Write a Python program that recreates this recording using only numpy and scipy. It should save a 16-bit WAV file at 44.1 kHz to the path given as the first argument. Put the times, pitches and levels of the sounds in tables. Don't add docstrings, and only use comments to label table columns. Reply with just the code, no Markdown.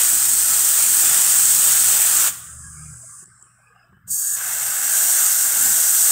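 import sys
import numpy as np
from scipy import signal
from scipy.fft import rfft, irfft, next_fast_len
from scipy.io import wavfile
from scipy.ndimage import uniform_filter1d, map_coordinates

SR = 44100
rng = np.random.default_rng(int(sys.argv[2]) if len(sys.argv) > 2 else 0)


def transcribe(signal):
    frames = np.atleast_2d(signal).T
    limited = np.clip(frames, -1, 1)
    pcm = np.round(limited * 32767).astype(np.int16)
    wavfile.write(sys.argv[1], SR, pcm)


N = 269671

# time in seconds, jet hiss level in dB, splash level in dB, gurgle level in dB.
SPRAY_STAGES = [
    [(0.0, -13.5, -30, -56), (0.2, -15.5, -34, -51.5), (0.6, -14.5, -32.5, -53.5), (1.1, -13, -30, -52.5),
     (1.55, -13, -30, -52), (2.28, -14.5, -30.5, -52.5), (2.31, -27.5, -42.5, -57), (2.46, -44.5, -52, -83)],
    [(4.06, -90, -83, -73), (4.078, -38.5, -56, -75), (4.1, -30, -62, -73), (4.11, -20.5, -60, -74),
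     (4.222, -21.5, -46, -80), (4.355, -21.5, -40, -82)],
    [(4.365, -24, -40.5, -90), (4.403, -26, -36.5, -81), (4.475, -22.5, -35, -63), (4.657, -21, -34, -68),
     (4.75, -21, -33, -80), (4.803, -21.5, -33, -56), (4.949, -16, -32, -55.5), (5.22, -15, -31.5, -60),
     (5.35, -15.5, -33, -66), (5.543, -16.5, -32, -49), (5.7, -15, -32.5, -46.5), (5.85, -15, -33.5, -59.5),
     (6.115, -14, -33.5, -56)],
]
STAGE_FADES = [0.19, 0.014, 0.013]
# frequency in Hz, relative level per Hz in dB.
JET_COLOURS = [
    [(2060, -55.5), (3500, -30.5), (4120, -18), (5470, -15.5), (7720, -3.5), (8270, -0.5), (8700, -3.5),
     (9440, -10), (10800, -13), (12100, -15), (13800, -9), (15700, -11.5)],
    [(2410, -50.5), (4100, -33), (4640, -13), (5130, -23), (5520, -12), (5970, -14), (6500, -1.5),
     (6840, 0), (7310, -4), (7960, 3), (8950, -0.5), (10400, -12), (14300, -5.5), (15700, -12.5)],
    [(2060, -41.5), (3500, -22), (5200, -16.5), (5890, -10), (8120, -1), (8650, -2.5), (10200, -13),
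     (14000, -7.5), (15700, -12.5)],
]
# frequency in Hz, relative level per Hz in dB.
POT_COLOURS = [
    [(220, -42), (380, -13), (403, -16), (621, -12.5), (718, -8.5), (1110, -7.5), (1360, -1), (1810, -3),
     (2150, -8), (3160, -3.5), (3800, -5), (4940, -19), (8360, -120)],
    [(290, -66), (500, -32), (720, -11), (900, -18), (1080, -39), (1190, -12), (1500, -6), (1650, 7),
     (2100, -24), (2290, -38), (2550, -15), (2760, -12.5), (4200, -14), (5460, -37), (9240, -120)],
    [(220, -60), (390, -30.5), (500, -16.5), (768, -9), (1040, -14), (1570, 1), (1860, -8.5), (2110, -8.5),
     (2420, -17), (2710, -8.5), (3040, -14.5), (3800, -15.5), (4940, -56), (8360, -120)],
]
# frequency in Hz, relative level per Hz in dB.
GURGLE_COLOUR = [(140, -31), (190, -2.5), (300, 3.5), (380, -3.5), (480, -28.5)]
GURGLE_SWING_DB, GURGLES_PER_S = 2, 14

# time in seconds, far traffic level in dB, flicker level in dB.
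YARD_LEVELS = [(2.3, -46, -64), (2.4, -53, -65), (2.83, -51, -62.5), (3.04, -61.5, -66), (3.24, -51, -68),
               (3.26, -59, -74), (3.85, -58.5, -64.5), (4.07, -61.5, -76), (4.4, -47, -70)]
# frequency in Hz, relative level per Hz in dB.
TRAFFIC_COLOUR = [(560, -35.5), (950, -26.5), (1090, -5), (1240, 0.5), (1290, -2.5), (1520, -4), (1570, 1),
                  (1690, -2), (1950, -22.5), (2540, -51), (4290, -120)]
# frequency in Hz, relative level per Hz in dB.
FLICKER_COLOUR = [(200, -9), (400, -1), (800, -1), (1000, -6.5), (1900, -7.5), (2200, -2), (3000, -5.5),
                  (3400, -17), (4500, -31), (5000, -8.5), (5500, -14.5), (6200, -33)]
# time in seconds, hum, drone and rumble level in dB.
LOW_LEVELS = [(0.0, -64, -54, -58.5), (0.7, -54.5, -56, -55), (1.3, -55, -64, -52), (1.8, -53, -64, -54.5),
              (2.3, -55, -70, -56), (2.94, -47, -63, -55), (3.1, -64.5, -81.5, -63.5),
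              (3.8, -66, -74, -69.5), (4.4, -61, -80, -59.5), (4.8, -67, -80, -64.5),
              (5.5, -61.5, -76, -58.5), (6.11, -66, -78, -63)]
# frequency in Hz, relative level per Hz in dB.
RUMBLE_COLOUR = [(15, -40), (25, -28.5), (70, 1), (113, 4), (183, 4.5), (216, -7.5), (260, -11), (340, -33),
                 (570, -120)]
# centre in seconds, peak level in dB.
RUMBLE_SWELLS = [(1.69, -56), (1.97, -52), (2.3, -51), (3.93, -55), (4.09, -48), (5.7, -49.5)]
SWELL_S = 0.037
# frequency in Hz, relative level per Hz in dB.
HISS_COLOUR = [(200, -1), (3000, -3), (4000, -8.5), (10500, -10.5), (13500, 8.5), (16000, 5)]
HISS_DB = -76.5

HUM_HZ, DRONE_HZ, FIRING_HZ = 120, 57, 25.5
# time in seconds, third and sixth order level in dB.
ENGINE_LEVELS = [(2.38, -73, -66), (2.56, -46, -54), (2.75, -49, -52.5), (2.82, -46, -43),
                 (2.906, -48, -43), (2.992, -60, -70), (3.12, -77, -79)]
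# multiple of the firing rate, level beside the third order in dB.
ENGINE_ORDERS = [(1, -19), (4, -14), (7, -21), (8, -28), (9, -23), (11, -25.5)]

# time in seconds, level in dB.
SEEP_STAGES = [
    [(2.306, -51), (2.424, -39.5), (3.078, -42), (3.138, -40), (3.243, -43)],
    [(3.249, -51.5), (3.4, -55), (3.6, -62), (4.06, -87)],
]
# frequency in Hz, relative level per Hz in dB.
SEEP_COLOURS = [
    [(2530, -56), (4300, -34), (4950, -15.5), (5170, -14.5), (5550, -21.5), (6080, -9.5), (8190, 1.5),
     (8740, -0.5), (9540, -6.5), (10800, -11), (12300, -34), (12800, -25), (13100, -21), (13900, -22),
     (15700, -28)],
    [(2650, -45), (4500, -25), (5490, -9), (5800, -19), (6350, -18), (7680, 2), (8400, 1.5), (9540, -5),
     (10100, -12), (10200, -26), (11000, -28), (14300, -60), (22000, -120)],
]

# centre in seconds, frequency in Hz, envelope peak in dB, length in seconds.
PUFFS = [(2.77, 374, -59, .06), (2.79, 2230, -59, .1), (2.84, 2400, -59, 0.22), (3.043, 650, -57, .05),
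         (3.08, 2160, -64, .1), (3.714, 470, -60.5, .09), (3.778, 2790, -66, .14)]

# start in seconds, click level in dB, tap level in dB, thud level in dB.
HANDLING_KNOCKS = [(3.224, -66, -54, -40.5), (3.257, -38, -69, -66), (3.274, -44, -62, -54),
                   (3.4254, -37, -57, -53), (3.87, -66, -55.5, -57), (3.925, -68, -50, -47),
                   (3.966, -68, -56, -54), (4.074, -64, -49, -57)]
# frequency in Hz, relative level per Hz in dB.
CLICK_COLOUR = [(2400, -36), (4000, -32), (6000, -12), (7800, 13), (9500, -10), (12000, -20), (15500, -18)]
# frequency in Hz, relative level per Hz in dB.
TAP_COLOUR = [(150, -14), (400, 0), (1500, 4), (2400, -20), (3400, -21), (6000, -40)]
# frequency in Hz, mean level in dB.
GRIP_RING = [(150, 1), (370, -1)]

TOP_HZ = 15760


def amp(db):
    return 10 ** (np.asarray(db) / 20)


def unit(x):
    return x / np.sqrt(np.mean(x ** 2) + 1e-20)


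def noise():
    return rng.standard_normal(N)


def gains(rows, fade=0.033):
    times, *columns = np.transpose(rows)
    t = np.arange(N) / SR
    fade_in = t - times[0] + fade
    fade_out = times[-1] + fade - t
    edge = np.clip(np.minimum(fade_in, fade_out) / fade, 0, 1)
    return [edge ** 2 * amp(np.interp(t, times, db)) for db in columns]


def wobble(rate):
    knots = rng.standard_normal(int(N * rate / SR) + 4)
    return map_coordinates(knots, [np.arange(N) * rate / SR])


def coloured(x, points):
    m = next_fast_len(N + 8192)
    hz, db = np.transpose(points)
    log_hz = np.log(np.fft.rfftfreq(m, 1 / SR) + 1)
    shape = amp(np.interp(log_hz, np.log(hz + 1), db))
    cepstrum = irfft(np.log(shape + 1e-4), m)
    cepstrum[1:m // 2] *= 2
    cepstrum[m // 2 + 1:] = 0
    response = np.exp(rfft(cepstrum))
    return unit(irfft(rfft(x, m) * response, m)[:N])


def patchy(x, patchy_db, bins, frames):
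    spectrum = signal.stft(x, nperseg=512)[2]
    field = rng.standard_normal(spectrum.shape)
    field = uniform_filter1d(field, bins, axis=0)
    field = uniform_filter1d(field, frames, axis=1)
    return signal.istft(spectrum * amp(patchy_db * unit(field)), nperseg=512)[1][:N]


def drops(per_second, spread_db, share):
    chance, sign = rng.random((2, N))
    sizes = amp(spread_db * noise())
    hits = (chance < per_second / SR) * sizes * np.sign(sign - 0.5)
    return np.sqrt(share) * unit(hits) + np.sqrt(1 - share) * noise()


def tone(hz, drift_hz):
    phase = 2 * np.pi * np.cumsum(hz + drift_hz) / SR
    return np.sqrt(2) * np.sin(phase + rng.uniform(0, 2 * np.pi))


def spray():
    surge = amp(0.23 * wobble(11) + 0.27 * wobble(60))
    tearing = patchy(drops(3500, spread_db=3, share=0.48), patchy_db=1.42, bins=2, frames=10)
    landing = patchy(drops(1500, spread_db=4, share=0.2), patchy_db=2.0, bins=1, frames=12)
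    landing = landing * amp(0.97 * wobble(9))
    pooling = coloured(patchy(noise(), patchy_db=2.0, bins=1, frames=8), GURGLE_COLOUR)
    pooling = unit(pooling * amp(GURGLE_SWING_DB * wobble(GURGLES_PER_S)))
    out = 0
    for rows, fade, jet, pot in zip(SPRAY_STAGES, STAGE_FADES, JET_COLOURS, POT_COLOURS):
        hiss, splash, gurgle = gains(rows, fade)
        out = out + hiss * coloured(tearing, jet)
        out = out + splash * coloured(landing + 0.46 * tearing, pot)
        out = out + gurgle * pooling
    return out * surge


def yard():
    traffic_gain, flicker_gain = gains(YARD_LEVELS, fade=0.11)
    traffic = coloured(patchy(noise(), patchy_db=5.5, bins=1, frames=16), TRAFFIC_COLOUR)
    flicker = coloured(patchy(noise(), patchy_db=10.5, bins=1, frames=16), FLICKER_COLOUR)
    t = np.arange(N) / SR
    swells = sum(amp(db) * np.exp(-((t - s) / SWELL_S) ** 2) for s, db in RUMBLE_SWELLS)
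    rumble_gain = gains(LOW_LEVELS)[2] * amp(2.5 * wobble(12)) + swells
    rumble = rumble_gain * coloured(noise(), RUMBLE_COLOUR)
    hiss = amp(HISS_DB) * coloured(noise(), HISS_COLOUR)
    return traffic_gain * traffic + flicker_gain * flicker + rumble + hiss


def machines():
    hum_gain, drone_gain, _ = gains(LOW_LEVELS)
    hum = hum_gain * amp(2.1 * wobble(8.4)) * tone(HUM_HZ, 1.65 * wobble(16))
    drone = drone_gain * amp(2.5 * wobble(8.6)) * tone(DRONE_HZ, 1.5 * wobble(6.1))
    third, sixth = gains(ENGINE_LEVELS, fade=0.08)
    drift = 0.26 * wobble(11)
    engine = third * amp(1.6 * wobble(14)) * tone(3 * FIRING_HZ, 3 * drift)
    engine += sixth * amp(2.4 * wobble(13)) * tone(6 * FIRING_HZ, 6 * drift)
    for order, db in ENGINE_ORDERS:
        engine += third * amp(db + 3 * wobble(15)) * tone(order * FIRING_HZ, order * drift)
    return hum + drone + engine


def seep():
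    steady = patchy(drops(2500, spread_db=2.7, share=0.15), patchy_db=2.0, bins=2, frames=12)
    broken = patchy(noise(), patchy_db=4.5, bins=2, frames=14)
    out = 0
    for rows, leak, colour in zip(SEEP_STAGES, (steady, broken), SEEP_COLOURS):
        out = out + gains(rows, fade=0.0035)[0] * coloured(leak, colour)
    return out


def puffs():
    out = np.zeros(N + SR)
    t = np.arange(-SR // 3, SR // 3) / SR
    for s, hz, db, length in PUFFS:
        flutter_rate = np.clip(50 + 0.07 * hz, 1, 800)
        flutter = map_coordinates(rng.standard_normal(600), [(t - t[0]) * flutter_rate])
        envelope = amp(db) * np.exp(-(2.9 * t / length) ** 2)
        start = round((s + t[0]) * SR)
        out[start:start + len(t)] += envelope * flutter * np.sin(2 * np.pi * hz * t)
    return out[:N]


def handling():
    clicks, taps, thuds = np.zeros((3, N + SR))
    t = np.arange(SR // 5) / SR
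    for s, click_db, tap_db, thud_db in HANDLING_KNOCKS:
        start = round(s * SR)
        at = slice(start, start + len(t))
        clicks[at] += amp(click_db - 60 * t / 0.014) * rng.standard_normal(len(t))
        tap_envelope = amp(tap_db - 60 * t / 0.043) * (1 - np.exp(-t / 0.003))
        taps[at] += tap_envelope * rng.standard_normal(len(t))
        ring = sum(amp(db + rng.normal(0, 2.7)) * np.sin(2 * np.pi * hz * t) for hz, db in GRIP_RING)
        thuds[at] += amp(thud_db - 60 * t / 0.053) * (1 - np.exp(-t / 0.0032)) * ring
    clicks, taps, thuds = clicks[:N], taps[:N], thuds[:N]
    bright = np.std(clicks) * coloured(clicks, CLICK_COLOUR)
    dull = np.std(taps) * coloured(taps, TAP_COLOUR)
    return bright + dull + thuds


def scene():
    mono = spray() + yard() + machines() + seep() + puffs() + handling()
    return np.tile(mono, (2, 1))


def record(dry):
    m = next_fast_len(N + 8192)
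    edge = np.clip((TOP_HZ - np.fft.rfftfreq(m, 1 / SR)) / 80, 0, 1)
    return irfft(rfft(dry, m) * np.sin(edge * np.pi / 2) ** 2, m)[:, :N]


dry = scene()
out = record(dry)
transcribe(out)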